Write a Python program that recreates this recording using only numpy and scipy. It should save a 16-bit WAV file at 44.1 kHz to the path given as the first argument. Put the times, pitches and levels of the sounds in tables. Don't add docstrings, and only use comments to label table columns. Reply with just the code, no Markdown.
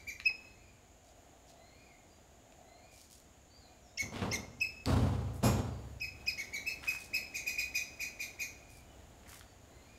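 import sys
import numpy as np
from scipy import signal
from scipy.fft import rfft, irfft, next_fast_len
from scipy.io import wavfile
from scipy.ndimage import map_coordinates

SR = 44100
rng = np.random.default_rng(int(sys.argv[2]) if len(sys.argv) > 2 else 0)


def pcm_store(signal):
    levels = np.round(np.clip(np.atleast_2d(signal), -1, 1) * 32767)
    wavfile.write(sys.argv[1], SR, levels.astype(np.int16).T)


N = 440118

# (t/s, held pitch f/Hz, level/dB, octave level/dB, higher overtones level/dB, echoes level/dB)
CHIRP_NOTES = [(-.1, 2325, -42, 7, -5, -1.5), (.065, 2354, -39, 0.5, -2, -1),
               (.248, 2552, -24, 1.5, -18.5, -7.5), (3.979, 2200, -35, 2, -1.5, -2.5),
               (4.317, 2146, -33.5, 2, 1.5, -6), (4.603, 2585, -27.5, 2.5, -6, -1.5),
               (6.002, 2547, -37, 4, -4, 3), (6.266, 2520, -31.5, 12, -1, -3.5),
               (6.373, 2186, -36, -2.5, -3, -1), (6.524, 2255, -37, 3, -2.5, .5),
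               (6.656, 2584, -34.5, 4, 1.5, 5), (6.868, 2534, -30, -0.5, 0, 1),
               (7.13, 2536, -29.5, 7, 1.5, 3), (7.338, 2487, -36.5, 6, 5, 2), (7.458, 2495, -34, 5, 3.5, 4),
               (7.574, 2479, -30.5, 7, 2, 2.5), (7.74, 2486, -33, 7, 5, 4),
               (7.992, 2480, -36.5, 4, 3.5, 3.5), (8.189, 2443, -39, 4, 4, 4.5),
               (8.387, 2453, -38, 4.5, 3.5, 3.5)]
# (t/s, level/dB)
SQUEAK_NOTES = [(0.243, -53), (3.971, -41), (4.31, -39.5), (4.598, -49), (5.996, -54.5), (6.259, -49.5),
                (6.371, -54)]
# (f/Hz, level/dB)
THROAT_RESPONSE = [(1400, -52), (2000, -1.5), (2500, 0.5), (3200, -11.5), (4200, -11.5), (4600, -20.5),
                   (5100, -13), (6100, -3), (7400, -20), (8600, -20), (9900, -34), (11100, -21),
                   (11600, -22.5), (12400, -19), (13300, -22), (15000, -34)]
USUAL_HZ, USUAL_DB = 2500, -34
HOLD_S, HOLD_S_PER_OCTAVE = .024, 0.0266
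ROUGH, ROUGH_PER_OCTAVE = 0.23, 1.27
HOLD_S_PER_DB, ROUGH_PER_DB = .0004, 0.03
FALL_DB, FALL_TOP_DB = -8, -4.5
FALL_DB_PER_DB, FALL_DB_PER_OCTAVE = 0.8, 68
SCOOP_S, SCOOP_DEPTH, CREEP_PER_S = 0.01313, 0.2492, 1
SAG_S, SAG_DEPTH, RELEASE_S = .017, .18, 0.0039
SAG_ROUGH = 0.35
SQUEAK_S, SQUEAK_FROM_HZ, SQUEAK_TO_HZ = 0.0188, 4950, 6210

# (t/s, peak level/dB, centre f/Hz)
TICK_TIMES = [(.2, -32, 2290), (2.523, -52, 2500), (4.221, -30, 1180), (4.858, -24.5, 3480),
              (6.84, -33, 2500), (6.949, -35, 1440), (9.41, -40.5, 1640), (9.429, -50, 3500)]
# (t/s, length/s, level/dB, centre f/Hz)
SCUFF_TIMES = [(.29, .04, -59.5, 600), (1.036, .094, -71, 5030), (1.464, .068, -66, 4420),
               (2.898, .19, -63, 5800), (3.093, .11, -62.5, 6050), (4.118, .16, -52, 2200),
               (5.329, .07, -64, 8700), (6.794, 0.31, -57.5, 6000), (6.809, .15, -54.5, 1520),
               (8.679, 0.14, -66, 6960), (9.232, .16, -61.5, 1710), (9.266, 0.13, -59, 7400)]
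SNAGS_PER_S, SNAG_DB, SNAG_SPREAD_DB = 30, 9, 5
CONTACT_WIDTH = 1.7

# (t/s, clatter level/dB, boom level/dB, hardness of contact f/Hz, swell/s)
GATE_BLOWS = [(4.02, -47.5, -58, 600, .003), (4.118, -47.5, -62, 3500, 0.0034),
              (4.156, -45, -65, 3500, .003), (4.217, -36.5, -46.5, 1500, 0.0013),
              (4.857, -30, -24, 13000, 0.02), (5.426, -27, -33.5, 15000, 0.011)]
# (f/Hz, level/dB, t60/s)
PANEL_MODES = [(66.4, -7, 2.56), (92, 0, 1.7), (101.3, -8, 1.8), (120.3, -2, 1.75), (140, -8.5, 1.57),
               (182.7, -14.5, 1.4), (205.6, -9.5, 1.02), (269.7, -3.5, 0.97), (415, -14, 1.13),
               (488, -19, 1.2), (651, -22, 1.4), (703, -25, 1.1), (818, -17.5, 1.35), (1047, -21, 1.1)]
# (f/Hz, level/dB, t60/s)
LATCH_MODES = [(2440, -5, 0.4), (3960, -13, 0.22), (5120, -2.5, 0.3), (5470, -8, 0.5), (5800, -10, 0.38),
               (6730, -3, 0.48), (7360, -5, 0.47), (7620, -3, 0.32), (9900, 0, 0.21), (11030, 0, 0.2),
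               (12480, -5, 0.32), (13010, -9, 0.26), (13290, -9, 0.27)]
# (f/Hz, level per Hz/dB)
CLATTER_COLOUR = [(25, -32), (55, -5), (105, 3), (160, -5), (230, 2), (330, -10.5), (420, -7.5),
                  (650, -11.5), (1050, -14), (1350, -18), (1700, -25), (3900, -28), (5500, -32),
                  (8500, -34.5), (15500, -43.5)]
# (f/Hz, t60/s)
CLATTER_DECAY = [(100, 0.85), (400, 0.83), (1200, 0.77), (5000, 0.74), (14000, 0.62)]
HEAVY_DB = -31.5
LATCH_S, LATCH_DB = 5.433, -31.5
RATTLE_TILT_DB = 7
FREE_RING = 1.61

# (delay t/s, length/s, first f/Hz, middle f/Hz, last f/Hz, octave level/dB)
BIRD_PHRASE = [(0, .3, 1940, 2097, 2200, -0.5), (.19, .21, 2250, 2443, 2160, -11.5)]
# (t/s, slur level/dB, arch level/dB)
BIRD_SONGS = [(.37, -75, -68.5), (1.54, -70, -65.5), (2.6, -71.5, -67), (3.42, -82, -75),
              (8.43, -84, -64.5), (9.65, -74.5, -66)]
# (t/s, first f/Hz, last f/Hz, level/dB)
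BIRD_SLURS = [(1.87, 2214, 2070, -66), (2.08, 4880, 4720, -72.5), (3.49, 4400, 4940, -64.5),
              (3.58, 4760, 3770, -67), (3.8, 6200, 4760, -71), (3.86, 3680, 3780, -75),
              (5.69, 4880, 4500, -69), (8.85, 3050, 2880, -71), (9.42, 4800, 4480, -72)]
SLUR_S, QUAVER = 0.11, 0.0144

# (t/s, rumble level/dB, bass level/dB)
BACKGROUND_LEVELS = [
    [(0.0, -63.5, -64.5), (1.12, -67.5, -69.5), (1.31, -65, -69), (3.9, -65.5, -69)],
    [(6.5, -59, -63), (8.41, -60, -65.5), (8.76, -61.5, -62), (9.98, -62, -64.5)],
]
# (f/Hz, level per Hz/dB)
RUMBLE_COLOUR = [(22, -16), (42, -5), (65, 1), (100, -4), (160, -10.5), (260, -8), (400, -12.5), (700, -12),
                 (1000, -20), (1800, -22.5), (4000, -29), (15500, -38.5)]
# (f/Hz, level per Hz/dB)
AIR_COLOUR = [(500, 6.5), (1500, -2), (2300, 2.5), (3300, 2), (5200, -5.5), (8500, -15), (12500, -9),
              (15500, -21)]
# (middle t/s, half length/s, level/dB)
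TRAFFIC_PASSES = [(1.5, 0.65, -66), (2.702, 0.3, -64.5), (3.85, 0.35, -69.5), (8.2, 2.4, -72.5)]
DRONE_DB = -84
RUMBLE_DB = 0.62
BASS_DB, BASS_BELOW_HZ = 3, 138

# (delay t/s, level/dB)
WALL_ECHOES = [(.0065, -10.5), (0.0112, -11.5), (.016, -10), (.022, -19), (.031, -23), (.043, -32.5)]
# (f/Hz, t60/s)
GARDEN_DECAY = [(500, 1), (2500, 0.72), (6000, 0.74), (13000, 0.16)]
TOP_HZ = 15750


def squirrel():
    out = np.zeros(N)
    outdoors = lambda x, echo_db: garden(x, echo_db, near_db=-4, near_t60=.26, far_db=-14)
    for s, hz, db, octave_db, bright_db, echo_db in CHIRP_NOTES:
        octaves_low = np.log2(USUAL_HZ / hz)
        hold = HOLD_S + HOLD_S_PER_OCTAVE * octaves_low - HOLD_S_PER_DB * bright_db
        rough = np.clip(ROUGH + ROUGH_PER_OCTAVE * octaves_low + ROUGH_PER_DB * bright_db, 0, 1)
        fall_db = FALL_DB - FALL_DB_PER_DB * (db - USUAL_DB) + FALL_DB_PER_OCTAVE * octaves_low
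        note = chirp(hz, octave_db, bright_db, hold, min(fall_db, FALL_TOP_DB), rough)
        add(out, s, amp(db) * outdoors(note, echo_db))
    for s, db in SQUEAK_NOTES:
        add(out, s, amp(db) * outdoors(squeak(), echo_db=-4))
    return out


def chirp(hz, octave_db, bright_db, hold, fall_db, rough):
    t = clock(0.25)
    scoop = np.clip(1 - t / SCOOP_S, 0, 1)
    sag = np.clip((t - hold) / SAG_S, 0, 1.2)
    hoarse = rough + SAG_ROUGH * sag
    jitter = .052 * hoarse * wobble(1400, len(t))
    lift = CREEP_PER_S * (np.minimum(t, hold) - .017)
    pitch = hz * (1 - SCOOP_DEPTH * scoop ** 2 + lift - SAG_DEPTH * sag) * (1 + jitter)
    phase = 2 * np.pi * np.cumsum(pitch) / SR
    voice = amp(along(THROAT_RESPONSE, pitch)) * np.sin(phase)
    for k in range(2, 8):
        flutter_db = (2 + 4 * hoarse) * wobble(260, len(t))
        overtone_db = (octave_db if k == 2 else bright_db) - 0.45 - 28 * scoop + flutter_db
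        voice += amp(along(THROAT_RESPONSE, k * pitch) + overtone_db) * np.sin(k * phase)
    breath = rng.standard_normal(len(t))
    rasp = unit(filtered(breath, lambda f: amp(along(THROAT_RESPONSE, f)) * (f > 1.4 * hz)))
    opening = 1 / (1 + np.exp(-(t - .0105) / (0.0018 + 0.01 * rough)))
    release = 1 / (1 + np.exp((t - hold - .018) / RELEASE_S))
    closing = amp(fall_db * np.minimum(2 * sag, 1)) * release
    return opening * closing * (np.sqrt(2) * voice + amp(-9 + bright_db) * hoarse * rasp)


def squeak():
    t = clock(SQUEAK_S)
    glide = np.linspace(SQUEAK_FROM_HZ, SQUEAK_TO_HZ, len(t))
    pitch = glide * (1 + 0.072 * wobble(1400, len(t)))
    phase = 2 * np.pi * np.cumsum(pitch) / SR
    return 2 * np.hanning(len(t)) * (np.sin(phase) + amp(-6) * np.sin(phase / 2))


def scratches():
    out, t = np.zeros(N), clock(.03)
    contact_band = lambda hz: lambda f: resonance(hz, CONTACT_WIDTH * hz)(f) ** 3
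    snags = []
    for s, length, db, hz in SCUFF_TIMES:
        size = int(length * SR)
        grains = rng.standard_normal(size) * amp(4.6 * wobble(300, size))
        scuff = unit(filtered(grains, contact_band(hz))) * signal.windows.tukey(size, .5)
        add(out, s, amp(db) * scuff)
        for _ in range(round(SNAGS_PER_S * length)):
            snag_s = s + length * rng.random()
            snag_db = db + SNAG_DB + SNAG_SPREAD_DB * rng.standard_normal()
            snags.append((snag_s, snag_db, hz))
    for s, db, hz in TICK_TIMES + snags:
        burst = rng.standard_normal(len(t)) * amp(-60 * t / 0.011)
        tick = filtered(burst, contact_band(hz))
        add(out, s, amp(db) * tick / np.abs(tick).max())
    return garden(out, echo_db=-2, near_db=-7, near_t60=.25, far_db=-11)[:N]


def gate():
    out, t = np.zeros(N), clock(1.5)
    for s, clatter_db, boom_db, hard_hz, swell in GATE_BLOWS:
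        weight = min(amp(clatter_db - HEAVY_DB) ** 4, 1)
        clatter = panel_clatter(t, weight, hard_hz, latch_open=s < GATE_BLOWS[-1][0])
        boom = ring(PANEL_MODES, t, drift=0.76, drift_rate=22.14) * (1 - np.exp(-t / 0.035))
        add(out, s, (1 - np.exp(-t / swell)) * (amp(boom_db) * boom + amp(clatter_db) * clatter))
    latch = ring(LATCH_MODES, t, drift=0.73, drift_rate=180) * (1 - np.exp(-t / 0.016))
    add(out, LATCH_S, amp(LATCH_DB) * latch)
    return out


def panel_clatter(t, weight, hard_hz, latch_open):
    tilt_db = RATTLE_TILT_DB * (1 - weight)
    stretch = FREE_RING ** weight if latch_open else 1

    def colour(f):
        level_db = along(CLATTER_COLOUR, f) + tilt_db * np.log10(1 + f / 300)
        return amp(level_db) / np.hypot(1, f / hard_hz)

    decay = [(hz, stretch * t60) for hz, t60 in CLATTER_DECAY]
    clatter = filtered(dying_noise(decay, 1.5), colour) * amp(wobble(71.7, len(t)))
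    return clatter / np.std(clatter[:SR // 10])


def birds():
    out = np.zeros(N)
    for s, *levels in BIRD_SONGS:
        for (delay, length, *pitches, octave_db), db in zip(BIRD_PHRASE, levels):
            add(out, s + delay, amp(db) * whistle(length, pitches, amp(octave_db)))
    for s, *pitches, db in BIRD_SLURS:
        add(out, s, amp(db) * whistle(SLUR_S, pitches, 0))
    return garden(out, echo_db=1, near_db=-2, near_t60=.25, far_db=-7)[:N]


def whistle(length, pitches, octave):
    u = clock(length) / length
    knots = np.linspace(0, 1, len(pitches))
    glide = np.polyval(np.polyfit(knots, pitches, len(pitches) - 1), u)
    phase = 2 * np.pi * np.cumsum(glide * (1 + QUAVER * wobble(251, len(u)))) / SR
    return np.sin(np.pi * u) * (np.sin(phase) + octave * np.sin(2 * phase))


def background():
    t = np.arange(N) / SR
    noise = lambda response: unit(filtered(rng.standard_normal(N), response))
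    times, *levels = np.vstack(BACKGROUND_LEVELS).T
    rumble_db, bass_db = [np.interp(t, times, level) for level in levels]
    deep = lambda f: 1 / (1 + (f / BASS_BELOW_HZ) ** 6)
    bass = noise(lambda f: amp(along(RUMBLE_COLOUR, f)) * np.sqrt(deep(f)))
    bass *= amp(BASS_DB + bass_db + wobble(3, N))
    rumble = noise(lambda f: amp(along(RUMBLE_COLOUR, f)) * np.sqrt(1 - deep(f)))
    rumble *= amp(RUMBLE_DB + rumble_db + wobble(6.6, N))
    air = noise(lambda f: amp(along(AIR_COLOUR, f))) * amp(-73.0 + wobble(1.5, N) / 2)
    swells = sum(amp(db) * np.exp(-((t - s) / half) ** 2) for s, half, db in TRAFFIC_PASSES)
    traffic = amp(DRONE_DB) + swells
    drone = noise(lambda f: resonance(690, 150)(f) ** 2) * traffic * amp(wobble(9.5, N))
    insects = noise(lambda f: resonance(6880, 1050)(f) ** 2) * amp(-71.0 + 0.26 * wobble(5.2, N))
    return bass + rumble + air + drone + insects


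def garden(x, echo_db, near_db, near_t60, far_db):
    t = clock(1)
    near = rng.standard_normal(len(t)) * amp(-60 * t / near_t60) * (1 - np.exp(-(t / 0.02) ** 2))
    far = dying_noise(GARDEN_DECAY, 1) * (1 - np.exp(-t / 0.022))
    echoes = amp(near_db) * near / np.linalg.norm(near) + amp(far_db) * far / np.linalg.norm(far)
    for delay, db in WALL_ECHOES:
        echoes[int(delay * rng.uniform(.9, 1.1) * SR)] += amp(db)
    direct = t == 0
    return signal.fftconvolve(x, direct + amp(echo_db) * echoes)


def ring(modes, t, drift, drift_rate):
    gains = np.array([amp(db) for _, db, _ in modes])
    waves = []
    for hz, _, t60 in modes:
        phase = 2 * np.pi * (hz * t + rng.random()) + drift * wobble(drift_rate, len(t))
        waves.append(amp(-60 * t / t60) * np.sin(phase))
    return np.sqrt(2) * gains @ np.array(waves) / np.linalg.norm(gains)


def dying_noise(t60s, length):
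    size = int(length * SR)
    hz, t, z = signal.stft(rng.standard_normal(size), SR, nperseg=256)
    decay = amp(-60 * t / along(t60s, hz)[:, None])
    return signal.istft(z * decay, SR, nperseg=256)[1][:size]


def resonance(centre, width):
    return lambda f: 1j * f * width / (centre ** 2 - f ** 2 + 1j * f * width)


def filtered(x, response):
    m = next_fast_len(len(x) + 8192)
    return irfft(rfft(x, m) * response(np.fft.rfftfreq(m, 1 / SR)), m)[:len(x)]


def wobble(rate, size):
    knots = rng.standard_normal(int(size * rate / SR) + 4)
    return map_coordinates(knots, [np.arange(size) * rate / SR], mode="nearest")


def along(points, hz):
    f, v = np.transpose(points)
    return np.interp(np.log(hz + 1), np.log(f + 1), v)


def amp(db):
    return 10 ** (np.asarray(db) / 20)


def unit(x):
    return x / np.sqrt(np.mean(x ** 2) + 1e-20)


def clock(length):
    return np.arange(int(length * SR)) / SR


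def add(track, s, x):
    start = round(s * SR)
    x = x[max(-start, 0):max(N - start, 0)]
    track[max(start, 0):][:len(x)] += x


def scene():
    return (squirrel() + gate() + scratches() + birds() + background())[None]


def record(dry):
    return np.array([filtered(channel, lambda f: f < TOP_HZ) for channel in dry])


dry = scene()
out = record(dry)
pcm_store(out)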